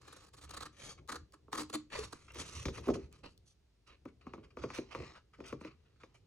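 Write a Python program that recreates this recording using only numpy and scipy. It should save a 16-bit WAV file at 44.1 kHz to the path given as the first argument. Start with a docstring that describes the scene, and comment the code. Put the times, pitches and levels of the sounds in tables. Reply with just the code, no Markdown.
"""Scissors snip through stiff cardstock close under the microphones, at a craft table.
Each slip of the blades is a burst of snapping-fibre noise that also excites the sheet's resonances.
Blades and fingers rub over the card as grainy noise that catches and frees; judder and squeaks are tones.
The sheet sways as low noise and pops as it buckles: a kink runs through it, treble ahead of bass.
A small room answers faintly with short noise tails over a quiet room tone."""
import sys
import numpy as np
from scipy import signal
from scipy.fft import rfft, irfft, next_fast_len
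from scipy.io import wavfile
from scipy.ndimage import uniform_filter1d, map_coordinates

SR = 44100
rng = np.random.default_rng(int(sys.argv[2]) if len(sys.argv) > 2 else 0)


def bounce(signal):
    """Save signal as a 16-bit WAV file at the path given by the first command-line argument."""
    frames = np.transpose(np.atleast_2d(signal))
    limited = np.clip(frames, -1, 1)
    pcm = np.round(limited * 32767).astype(np.int16)
    wavfile.write(sys.argv[1], SR, pcm)


N = 276242
T = np.arange(N) / SR

# the sheet buckles: (time [s], drum note level [dB], drum note [Hz],
# then relative to the note: flap [dB], snap [dB], rasp [dB])
BUCKLES = [(1.48, -55.5, 383, -16, -4, -28), (2.355, -48.5, 383, -31, -5.5, -8),
           (2.653, -33.5, 167, -11, -9.5, -9.5), (2.682, -39, 406, -34, -6.5, -11),
           (2.779, -47.5, 470, -5, -1, -7.5), (2.87, -33, 332.7, -36, -30, -35),
           (2.8825, -22.5, 368.5, -45, -13, -35), (2.899, -30.5, 448, -24, -24, -24.5),
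           (2.952, -33, 373, -29.5, -15.5, -33), (4.0542, -42, 308, -29, -10.5, -21),
           (4.266, -43, 237, -24, -5, -20), (4.3342, -45, 382, -34, -1, -10.5),
           (4.378, -48, 285, -27, -10.5, -30), (4.569, -40.5, 443, -38, -5.5, -17.5),
           (4.636, -33, 430, -9.5, -7.5, -18.5), (4.701, -49, 360, -19, 2.5, -2),
           (4.784, -34, 327, -25.5, -19, -18), (4.947, -39.5, 540, -33.5, 0, -8),
           (5, -41.5, 433, -19, -11, -17), (5.028, -46.5, 369, -8, -10, -19),
           (5.388, -49.5, 320, -32, -19, -40), (5.402, -43.5, 360, -36, -9.5, -16),
           (5.525, -36.5, 400, -9, -7, -16.5), (5.61, -45.5, 277, -16, -8, -16.5),
           (5.647, -40, 314, -23, -12.5, -13), (6.033, -52, 414, -34, -3, -5.5)]


def amp(db):
    """Decibels to gain."""
    return 10 ** (np.asarray(db) / 20)


def unit(x):
    """Scaled to rms 1."""
    return x / np.sqrt(np.mean(x ** 2) + 1e-20)


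def along(points, hz):
    """(frequency [Hz], value) points read on a log frequency axis."""
    f, v = np.transpose(points)
    return np.interp(np.log(hz + 1), np.log(f + 1), v)


def gains(rows):
    """A gain per sample for each dB column, practically silent outside the rows."""
    times, *columns = np.transpose(rows)
    return [amp(np.interp(T, times, column, left=-140, right=-140)) for column in columns]


def wobble(rate):
    """A random curve of straight segments, rate knots a second."""
    knots = rng.standard_normal(int(N * rate / SR) + 4)
    return map_coordinates(knots, [T * rate], order=1)


def filtered(x, response):
    """x times a response given as a function of frequency."""
    m = next_fast_len(N + SR // 2)
    spectrum = rfft(x, m) * response(np.fft.rfftfreq(m, 1 / SR))
    return irfft(spectrum, m)[..., :N]


def colour(x, points, size=4096):
    """x through a causal filter of unit power with the given (frequency [Hz], level [dB]) shape."""
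    cepstrum = irfft(np.log(amp(along(points, np.fft.rfftfreq(size, 1 / SR)))))
    # folding the cepstrum forward gives minimum phase
    cepstrum[1:size // 2] *= 2
    cepstrum[size // 2 + 1:] = 0
    kernel = irfft(np.exp(rfft(cepstrum)))
    return signal.fftconvolve(x, kernel / np.linalg.norm(kernel))[:len(x)]


def resonate(x, modes, size=8192):
    """x through (frequency [Hz], width [Hz], level [dB]) resonances of unit total power."""
    f = np.fft.rfftfreq(size, 1 / SR)
    total = 0
    for k, (centre, width, db) in enumerate(modes):
        resonance = 1j * f * width / (centre * centre - f * f + 1j * f * width)
        total = total + (-1) ** k * amp(db) * resonance
    # rolls off above twice the last mode
    kernel = irfft(total / (1 + .5j * f / modes[-1][0]))
    return signal.fftconvolve(x, kernel / np.linalg.norm(kernel))[:len(x)]


def add(track, s, sound):
    """Mix a sound in at time s."""
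    part = track[max(round(s * SR), 0):][:len(sound)]
    part += sound[:len(part)]


def grains(rate, smooth):
    """Tiny fibre snaps, rate a second, over a share of even friction noise."""
    snaps = (rng.random(N) < rate / SR) * rng.uniform(-0.96, 1, N)
    return unit(unit(snaps) + smooth * rng.standard_normal(N))


def bursts(rows, rise, fall):
    """An envelope that swells up around each row's time, holds for its length and dies away."""
    envelope, t = np.zeros(N), np.arange(SR // 8) / SR
    for s, db, length in rows:
        swell = 1 - np.exp(-t / rise)
        decay = np.exp(-np.maximum(t - length, 0) / fall)
        add(envelope, s - rise, amp(db) * swell * decay)
    return envelope


def arch(length):
    """One hand movement: it gathers speed, slows and runs out."""
    roundness, lean, tail_s = 0.86, 0.78, 0.008  # a lean under 1 puts the peak early
    u = np.arange(round(length * SR) + SR // 8) / (length * SR)
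    speed = abs(np.sin(np.pi * u ** lean)) ** roundness * (u < 1)
    keep = np.exp(-1 / (tail_s * SR))
    return np.maximum(speed, signal.lfilter([1 - keep], [1, -keep], speed))


def movements(rows):
    """The envelopes of a low and a high layer, driven by the same hand movements."""
    power = np.zeros((2, N))
    for start, end, *levels_db in rows:
        speed = arch(max(end - start, .01))
        for layer, db in zip(power, levels_db):
            add(layer, start, (amp(db) * speed) ** 2)
    return np.sqrt(power)


def speckle(x, depth_db, size=512, count=7):
    """The bending sheet favours different narrow bands, each for about count half-overlapping frames."""
    z = signal.stft(x, nperseg=size)[2]
    across_bands = uniform_filter1d(rng.standard_normal(z.shape), 4, 0)
    field = unit(uniform_filter1d(across_bands, count, 1))
    gain = amp(depth_db * np.clip(field, -2, 2))
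    return signal.istft(z * unit(gain), nperseg=size)[1][:N]


def room_tone():
    """The quiet place itself: steady noise, independent in mid and side."""
    # spectrum of the room tone: (frequency [Hz], level [dB])
    quiet = [(20, -27.5), (55, 0), (110, -8.5), (300, -24.5), (1000, -32), (2000, -33.5), (6000, -37.5),
             (10000, -48), (16000, -64.5)]
    return amp(-73) * np.array([colour(rng.standard_normal(N), quiet) for _ in range(2)])


def swaying():
    """The large sheet pushes air and flutters low: it trembles in the hand, is swung, shakes after pops."""
    # how much the held sheet trembles: (time [s], level [dB])
    tremble_curve = [(0, -68.5), (.3, -73.5), (.7, -70), (1.42, -77.5), (1.6, -67), (1.88, -78), (2.3, -68),
                     (2.8, -57), (3.25, -72.5), (3.7, -85), (4.1, -75.5), (4.8, -66), (5.15, -77),
                     (5.32, -78), (5.55, -64), (5.8, -75.5), (6.26, -75)]
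    # the hands swing the sheet: (start [s], end [s], air push level [dB], flutter level [dB])
    swings = [(.41, .72, -60, -86), (.79, .95, -82, -69), (.95, 1.07, -60.5, -63), (1.15, 1.28, -59, -72),
              (1.96, 2.1, -54.5, -66), (2.36, 2.45, -64, -54.5), (2.54, 2.63, -49, -66),
              (2.66, 2.725, -43, -48.5), (2.77, 2.84, -52.5, -52), (2.885, 3.0, -49, -49),
              (3.01, 3.075, -53.5, -72), (4.24, 4.5, -62.5, -62.5), (4.58, 4.68, -58, -60),
              (4.96, 5.04, -51.5, -49.5), (5.085, 5.14, -69, -63), (5.385, 5.5, -70, -56.5)]
    # spectrum of the pushed air: (frequency [Hz], level [dB])
    push_shape = [(15, -43), (30, -21), (50, -5), (68, 3.5), (90, -4), (120, -4), (200, -18), (350, -68.5),
                  (700, -83.5)]
    # spectrum of the flutter: (frequency [Hz], level [dB])
    flutter_shape = [(60, -23), (105, 2), (140, 0.5), (200, -5.5), (290, -1), (400, 2.5), (500, -6),
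                     (670, -16.5), (900, -20), (1300, -39), (2500, -100)]
    wobble_db, tremble_push_db, tremble_flutter_db = 2, 2, -2.5
    shake_db, shake_s = -14, 0.034  # flutter that each pop leaves behind, and its decay
    tremble = amp(np.interp(T, *np.transpose(tremble_curve)) + wobble_db * wobble(9.1))
    swing_push, swing_flutter = movements(swings)
    kicks = np.zeros(N)
    for s, level_db, *_ in BUCKLES:
        add(kicks, s, amp([level_db + shake_db]))
    shake = signal.lfilter([1], [1, -np.exp(-1 / (shake_s * SR))], kicks)
    # independent causes add as powers
    push = np.hypot(amp(tremble_push_db) * tremble, swing_push)
    flutter = np.sqrt((amp(tremble_flutter_db) * tremble) ** 2 + swing_flutter ** 2 + shake ** 2)
    air = push * colour(rng.standard_normal(N), push_shape)
    flutters = flutter * colour(rng.standard_normal(N), flutter_shape)
    return amp(2.5) * air + amp(-1.0) * flutters


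def rubbing(strokes, hiss_shape, rasp_db, hiss_db, catch_db, snaps):
    """Sliding over the card's grain; the contact catches and frees many times a second."""
    # spectrum of the low rasp: (frequency [Hz], level [dB])
    rasp_shape = [(320, -1.5), (550, -2.5), (675, -10.5), (849, -7), (1220, 2), (1440, -5.5), (1610, -8),
                  (2200, -6), (2520, -3.5), (3250, -10.5), (3600, -18.5), (3820, -9), (4200, -11.5),
                  (5460, -24.5), (9240, -120)]
    rasp, hiss = movements(strokes)
    catch = unit(amp(catch_db * wobble(130)))
    low = colour(rasp * catch * grains(rate=snaps, smooth=1.0), rasp_shape)
    high = colour(hiss * catch * grains(rate=2 * snaps, smooth=0.34), hiss_shape)
    return amp(rasp_db) * low + amp(hiss_db) * high


def creeping():
    """The sheet creeps along a resting blade: sparse grains with a dull hiss."""
    # creeping movements: (start [s], end [s], rasp level [dB], hiss level [dB])
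    creeps = [(0, .3, -66, -72.5), (.46, .71, -63.5, -84), (4.2, 4.48, -71, -90), (4.56, 4.93, -60.5, -69),
              (4.88, 5.2, -55.5, -65.5), (5.36, 5.59, -71, -78), (5.58, 5.75, -63, -80),
              (5.75, 6.3, -77.5, -90)]
    # spectrum of the hiss: (frequency [Hz], level [dB])
    dull_hiss = [(1940, -23), (3300, -37), (4210, -1.5), (5210, 1.5), (6180, 1), (9310, -19), (11300, -30),
                 (13000, -36), (16000, -57)]
    return rubbing(creeps, dull_hiss, rasp_db=-2.0, hiss_db=-2.0, catch_db=2.5, snaps=700)


def inching():
    """Faint, uneven slips as the blades first inch forward: (time [s], level [dB], length [s])."""
    start_s, end_s, slips_per_s = 0.013, 0.3, 63
    slip_db, scatter_db, slip_s = -60.5, 2.5, 0.009
    jitter = .25  # timing scatter, in slip intervals
    draws = rng.standard_normal((40, 2))
    times = start_s + (np.arange(len(draws)) + jitter * draws[:, 0]) / slips_per_s
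    return [(s, slip_db + scatter_db * d, slip_s) for s, d in zip(times, draws[:, 1]) if s < end_s]


def cutting():
    """Each slip of the blades breaks a cluster of fibres, which also shakes the sheet."""
    # the card gives way between the blades: (time [s], level [dB], length [s])
    tears = [(.077, -49.5, 0.0068), (.124, -50.5, 0.0077), (.163, -56, 0.0056), (.220, -58, 0.0056),
             (.335, -53, 0.016), (.368, -55.5, 0.027), (.412, -53.5, 0.022), (.437, -49, 0.016),
             (.493, -49, .006), (.507, -43, 0.0071), (.536, -47.5, .015), (.568, -42, 0.011),
             (.606, -43.5, 0.0062), (.623, -45.5, 0.012), (.655, -48, 0.012), (1.088, -42, 0.016),
             (1.119, -37.5, .009), (1.143, -46.5, 0.0056), (1.156, -42, 0.0095), (1.334, -60, 0.0127),
             (1.528, -38.5, 0.0055), (1.538, -48, 0.0097), (1.550, -43, 0.0093), (1.575, -42.5, 0.011),
             (1.591, -47, 0.031), (1.632, -47, 0.0021), (1.698, -49, 0.0045), (1.729, -49, .004),
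             (1.737, -42, 0.021), (2.127, -43, 0.0068)]
    # how much of the tearing the sheet takes up: (time [s], ring [dB], boom [dB], fibre crackle [dB])
    coupling = [(0, -9.5, -14, -6.5), (.45, -15.5, -21.5, -6.5), (.6, -6.5, -14, -2),
                (1.12, -6.5, -11.5, -6), (1.54, -3.5, -10, -2.5), (1.6, -4.5, -1.5, 3), (1.75, -8, -3.5, 1),
                (2.13, -8, -11, -4), (2.2, -9, 10, -8)]
    # spectrum of the snapping fibres: (frequency [Hz], level [dB])
    fibre_shape = [(500, 1.5), (1000, -6.5), (2300, -1), (2800, -1), (3600, 0), (4400, 4.5), (5200, -2.5),
                   (7000, 1.5), (8300, -2.5), (10200, -5.5), (11500, -15.5), (13500, -24), (16000, -24)]
    # higher resonances of the card: (frequency [Hz], width [Hz], level [dB])
    ring_modes = [(993, 500, -9), (1250, 160, 1), (1420, 220, -7), (1693, 220, -6.5)]
    # lower resonances of the card: (frequency [Hz], width [Hz], level [dB])
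    boom_modes = [(140, 45, -13.5), (235, 15, 0), (302.3, 21, 5), (354, 112, -0.5), (470, 162, -5.5)]
    force = bursts(tears + inching(), rise=.0015, fall=.003)
    ring, boom, crackle = gains(coupling)
    # stray fibres give way just before and after each main slip
    strain = abs(uniform_filter1d(force, size=SR // 40))
    strays = amp(-7.5) * strain * grains(rate=600, smooth=0.071)
    breaks = force * grains(rate=5000, smooth=0.56) + strays
    fibres = speckle(colour(breaks * crackle, fibre_shape), depth_db=2, size=256)
    ringing = resonate(breaks * ring, ring_modes)
    booming = resonate(breaks * boom, boom_modes)
    return amp(-3.5) * fibres + amp(4.0) * ringing + amp(4) * booming


def sliding():
    """Blades and fingers slide over the card: dense grains with a bright hiss."""
    # sliding movements: (start [s], end [s], rasp level [dB], hiss level [dB])
    slides = [(.72, .96, -64, -66.5), (.78, .945, -52.5, -52.5), (1.9, 1.945, -55, -65),
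              (1.915, 1.985, -42.5, -53), (1.955, 2.04, -47.5, -48), (2.025, 2.06, -48, -46.5),
              (2.04, 2.32, -65, -65.5), (2.33, 2.48, -52.5, -55.5), (2.38, 2.43, -47.5, -44),
              (2.455, 2.505, -56, -50), (2.5, 2.66, -53.5, -50.5), (2.725, 2.805, -54.5, -57),
              (2.82, 2.92, -56.5, -62), (2.933, 2.962, -45.5, -52), (2.96, 3.08, -66, -74),
              (3.11, 3.21, -66.5, -71.5), (3.23, 3.285, -52.5, -69.5), (3.26, 3.34, -81, -74),
              (3.455, 3.53, -82, -67), (3.862, 3.9, -62, -71), (3.88, 3.955, -62, -81.5)]
    # spectrum of the hiss: (frequency [Hz], level [dB])
    bright_hiss = [(1940, -24.5), (3300, 0), (3600, -1.5), (3870, -7.5), (4130, -4), (4440, 3.5),
                   (4750, -2), (6140, 5), (7740, -4.5), (10300, -7.5), (11300, -16.5), (11800, -52.5),
                   (16000, -62.5)]
    return rubbing(slides, bright_hiss, rasp_db=-1.5, hiss_db=-4.0, catch_db=3.0, snaps=1600)


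def scuffing():
    """The card's edge or a blade drags briefly across the steel."""
    # short scuffs on a blade: (time [s], level [dB], length [s])
    scuffs = [(.978, -62.5, 0.015), (2.284, -54, 0.0034), (2.306, -55, 0.0037), (4.079, -66, 0.013),
              (4.213, -63.5, 0.0049), (4.433, -62, 0.02), (4.506, -65, 0.0053), (4.585, -57.5, 0.018),
              (4.620, -55.5, 0.024), (4.736, -49.5, 0.052), (4.911, -52.5, 0.024), (5.15, -57.5, 0.033),
              (5.335, -63.5, 0.019), (5.44, -58, 0.075), (5.668, -57.5, 0.012), (6.003, -62.5, 0.021),
              (6.145, -64.5, 0.015)]
    # spectrum of a scuff: (frequency [Hz], level [dB])
    scuff_shape = [(350, -6), (550, 13), (780, 5), (1250, 19), (1750, 6.5), (2350, 14), (3200, 6.5),
                   (3900, -1.5), (4600, 0), (6500, -4), (7600, -11.5), (10200, -15.5), (11500, -58),
                   (16000, -47)]
    drag = bursts(scuffs, rise=0.0038, fall=0.0098)
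    return amp(-0.5) * colour(drag * grains(rate=4600, smooth=1.0), scuff_shape)


def ticking():
    """The blades touch with a tiny bright click of decaying noise."""
    # light touches of the steel blades: (time [s], level [dB])
    touches = [(1.0766, -46), (1.3229, -47), (2.129, -52), (2.3206, -46), (2.346, -38.5), (2.81, -48),
               (3.1268, -44.5), (3.3772, -49)]
    track, t = np.zeros(N), np.arange(SR // 30) / SR
    for s, db in touches:
        add(track, s, amp(db - 13) * np.exp(-t / 0.0016) * rng.standard_normal(len(t)))
    steel = [(800, -23), (3000, -5.0), (7000, -4.5), (10000, -10), (13000, -18.0), (16000, -18.5)]
    return colour(track, steel)


def bending_wave(spread, echo_db, t60_low, t60_high, size=8192, count=22):
    """A kink runs through the sheet, treble ahead of bass, and returns from the edges; energy 1."""
    f = np.fft.rfftfreq(size, 1 / SR)
    late = (np.arange(count)[:, None] + rng.uniform(0.507, 1.444, (count, 1))) * 0.0032  # s
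    t60 = along([(300, t60_low), (4000, t60_high)], f)
    # bending waves travel at a speed that grows with the root of frequency: delay is spread / sqrt(f)
    sweep = np.exp(-4j * np.pi * spread * np.sqrt(f) * (1 + late / .02))
    signs = rng.choice([-1, 1], (count, 1))
    returns = signs * amp(echo_db - 60 * late / t60) * sweep * np.exp(-2j * np.pi * f * late)
    wave = irfft(np.exp(-4j * np.pi * spread * np.sqrt(f)) + returns.sum(0))
    return wave / np.linalg.norm(wave)


def buckling():
    """The sheet flips shape: crack and rasp at the kink, falling snap, ringing drum note, flap of air."""
    # spectrum of the flap of air: (frequency [Hz], level [dB])
    flap_shape = [(25, -56.5), (65, -16.5), (90, -11), (135, 9), (300, -43), (900, -65)]
    # spectrum of the snap: (frequency [Hz], level [dB])
    snap_shape = [(400, -20.5), (750, 13), (1200, 16), (1450, 4.5), (1800, -18), (3000, -51.5)]
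    # spectrum of the rasp at the kink: (frequency [Hz], level [dB])
    kink_shape = [(1000, -20.5), (1700, 3), (2450, 7), (3200, -12.5), (5000, -51)]
    # spectrum of the crack: (frequency [Hz], level [dB])
    crack_shape = [(2000, -18.5), (3500, 6.5), (4400, 2), (6300, 5.5), (8000, -11.5), (10500, -13),
                   (12500, -30), (16000, -26)]
    # resonances of the whole sheet: (frequency [Hz], width [Hz], level [dB])
    sheet_modes = [(283.4, 12, -6), (389, 11, -0.5), (456, 19, -8), (546, 41, -12.5), (663, 110, -18.5)]
    pop_db, ringing_db = 24.5, 23  # strength of a pop and of the sheet's ringing after it
    hard_db, ringing_grows = -28.5, 0.68  # below a hard flip the ringing falls away (dB per dB)
    # edge echoes grow (dB per dB) in the stronger flips
    base_echo_db, echo_from_db, echo_grows = -4, -35.5, 0.98
    # crack over rasp: while the sheet is turned, and while the blades hold it
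    turn_start_s, turn_end_s, crack_free_db, crack_held_db = 2.2, 3.1, -0.5, -9.5
    track, ringing = np.zeros(N), np.zeros(N)
    for s, level_db, drum_hz, flap_db, snap_db, rasp_db in BUCKLES:
        echo_db = base_echo_db + echo_grows * max(level_db - echo_from_db, 0)
        turned = turn_start_s < s < turn_end_s
        crack_db = rasp_db + (crack_free_db if turned else crack_held_db)
        wave = bending_wave(spread=.09, echo_db=echo_db, t60_low=0.086, t60_high=0.021)
        t = np.arange(len(wave)) / SR
        crease = rng.standard_normal(len(t)) * np.exp(-t / 0.015) * (1 - np.exp(-t / .001))
        drum_shape = [(25, -50), (80, -24), (drum_hz * 0.45, -8), (drum_hz, 0),
                      (drum_hz * 1.205, -3), (drum_hz * 2.12, -16), (2500, -50), (6000, -80)]
        drum = colour(wave, drum_shape)
        parts = [(flap_db, colour(wave, flap_shape)), (snap_db, colour(wave, snap_shape)),
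                 (rasp_db, colour(wave, kink_shape)), (crack_db, colour(crease, crack_shape))]
        pop = drum / np.linalg.norm(drum)
        for db, part in parts:
            pop = pop + amp(db) * part / np.linalg.norm(part)
        add(track, s, amp(level_db + pop_db) * pop)
        # the whole sheet rings fully only after a hard flip
        softness_db = min(level_db - hard_db, 0)
        add(ringing, s + 0.00404, amp([level_db + ringing_db + ringing_grows * softness_db]))
    return track + resonate(ringing, sheet_modes)


def stick_slip(rows, pitch_hz, waver):
    """A brief unsteady tone from a contact that grips and lets go."""
    phase = 2 * np.pi * np.cumsum(pitch_hz * (1 + waver * wobble(240))) / SR
    tone = np.sqrt(2) * np.sin(phase)
    return bursts(rows, rise=0.0017, fall=0.0077) * tone * amp(4.9 * wobble(120))


def juddering():
    """The cut strip judders along the blade as it is pulled free."""
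    # judders: (time [s], level [dB], length [s])
    judders = [(1.989, -41.5, 0.025)]
    return stick_slip(judders, pitch_hz=439, waver=0.04)


def squeaking():
    """The blades squeak against each other in a high stick-slip tone."""
    # squeaks: (time [s], level [dB], length [s])
    squeaks = [(2.283, -59, .002), (2.304, -64, .002)]
    return stick_slip(squeaks, pitch_hz=2750, waver=.025)


def gliding():
    """The blades glide against each other, smooth steel on steel, in a fine, bright hiss."""
    # the flat of one blade glides along the other: (time [s], level [dB], length [s])
    glides = [(4.745, -52, 0.041), (4.93, -77.5, .17), (5.465, -57, 0.031), (5.612, -64.5, .012),
              (6.15, -65.5, 0.013)]
    # spectrum of the glide: (frequency [Hz], level [dB])
    glide_shape = [(2500, -32), (4200, -2.5), (5100, -14.5), (5550, -3.5), (6150, -1.5), (7000, -10),
                   (8200, -12), (10000, -11.5), (11500, -33.5), (16000, -33)]
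    slide = bursts(glides, rise=0.011, fall=0.017)
    return amp(-3.5) * colour(slide * grains(rate=1700, smooth=0.31), glide_shape)


def ports(x, scatter):
    """Mid and side of a near sound: side is a quarter turn off, scattered in phase by the moving sheet."""
    z = signal.stft(x, nperseg=256)[2]
    across_bands = uniform_filter1d(rng.standard_normal((2,) + z.shape), 5, 1)
    real, imaginary = uniform_filter1d(across_bands, 24, 2)
    turn = 1j + scatter * (unit(real) + 1j * unit(imaginary))
    return np.array([x, signal.istft(z * turn / abs(turn), nperseg=256)[1][:N]])


def room(x, count=12):
    """Mid and side of the walls' answer: decaying noise, new for each of count equal stretches."""
    # decay of the small room: (frequency [Hz], time to fall 60 dB [s])
    decay = [(100, 0.73), (400, 0.15), (2000, 0.23), (6000, 0.25), (14000, 0.065)]
    wet = np.zeros((2, N))
    for k, piece in enumerate(np.array_split(x, count)):
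        hz, t, z = signal.stft(rng.standard_normal((2, SR // 2)), SR, nperseg=256)
        fade = amp(-60 * t / along(decay, hz)[:, None]) * (1 - np.exp(-t / 0.0038))
        tails = signal.istft(z * fade, SR, nperseg=256)[1]
        for channel, tail in zip(wet, tails):
            answer = signal.fftconvolve(piece, tail / np.linalg.norm(tail))
            add(channel, k * N / count / SR, answer)
    return wet


def scene():
    """Scissors and sheet close by, in a quiet room."""
    # stereo width: (frequency [Hz], side gain [dB])
    width = [(60, -13.5), (150, -14), (380, -8), (700, 3.5), (1290, -11.5), (2400, -2.5), (4400, 2.5),
             (6500, -6), (8200, -1), (11000, 8.5), (14500, 20.5)]
    rubs = sliding() + creeping() + scuffing() + gliding()
    friction = speckle(rubs, depth_db=2.8, count=26)
    contact = cutting() + ticking() + friction + juddering() + squeaking()
    pops = buckling()
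    # the whole sheet moves in a pop, so its low notes reach both ports nearly alike
    pop_mid, pop_side = ports(pops, scatter=.6)
    pop_side = filtered(pop_side, lambda hz: amp(along([(600, -9.0), (2000, -1)], hz)))
    direct = ports(contact + swaying(), scatter=0.9) + np.array([pop_mid, pop_side])
    walls = amp(-14.0) * room(contact + amp(-2.5) * pops)
    mid, side = direct + walls + room_tone()
    side = filtered(side, lambda hz: amp(along(width, hz)))
    return np.array([mid + side, mid - side])


def record(dry):
    """The microphones' band ends sharply at 16 kHz."""
    return filtered(dry, lambda hz: hz < 16000)


dry = scene()
out = record(dry)
bounce(out)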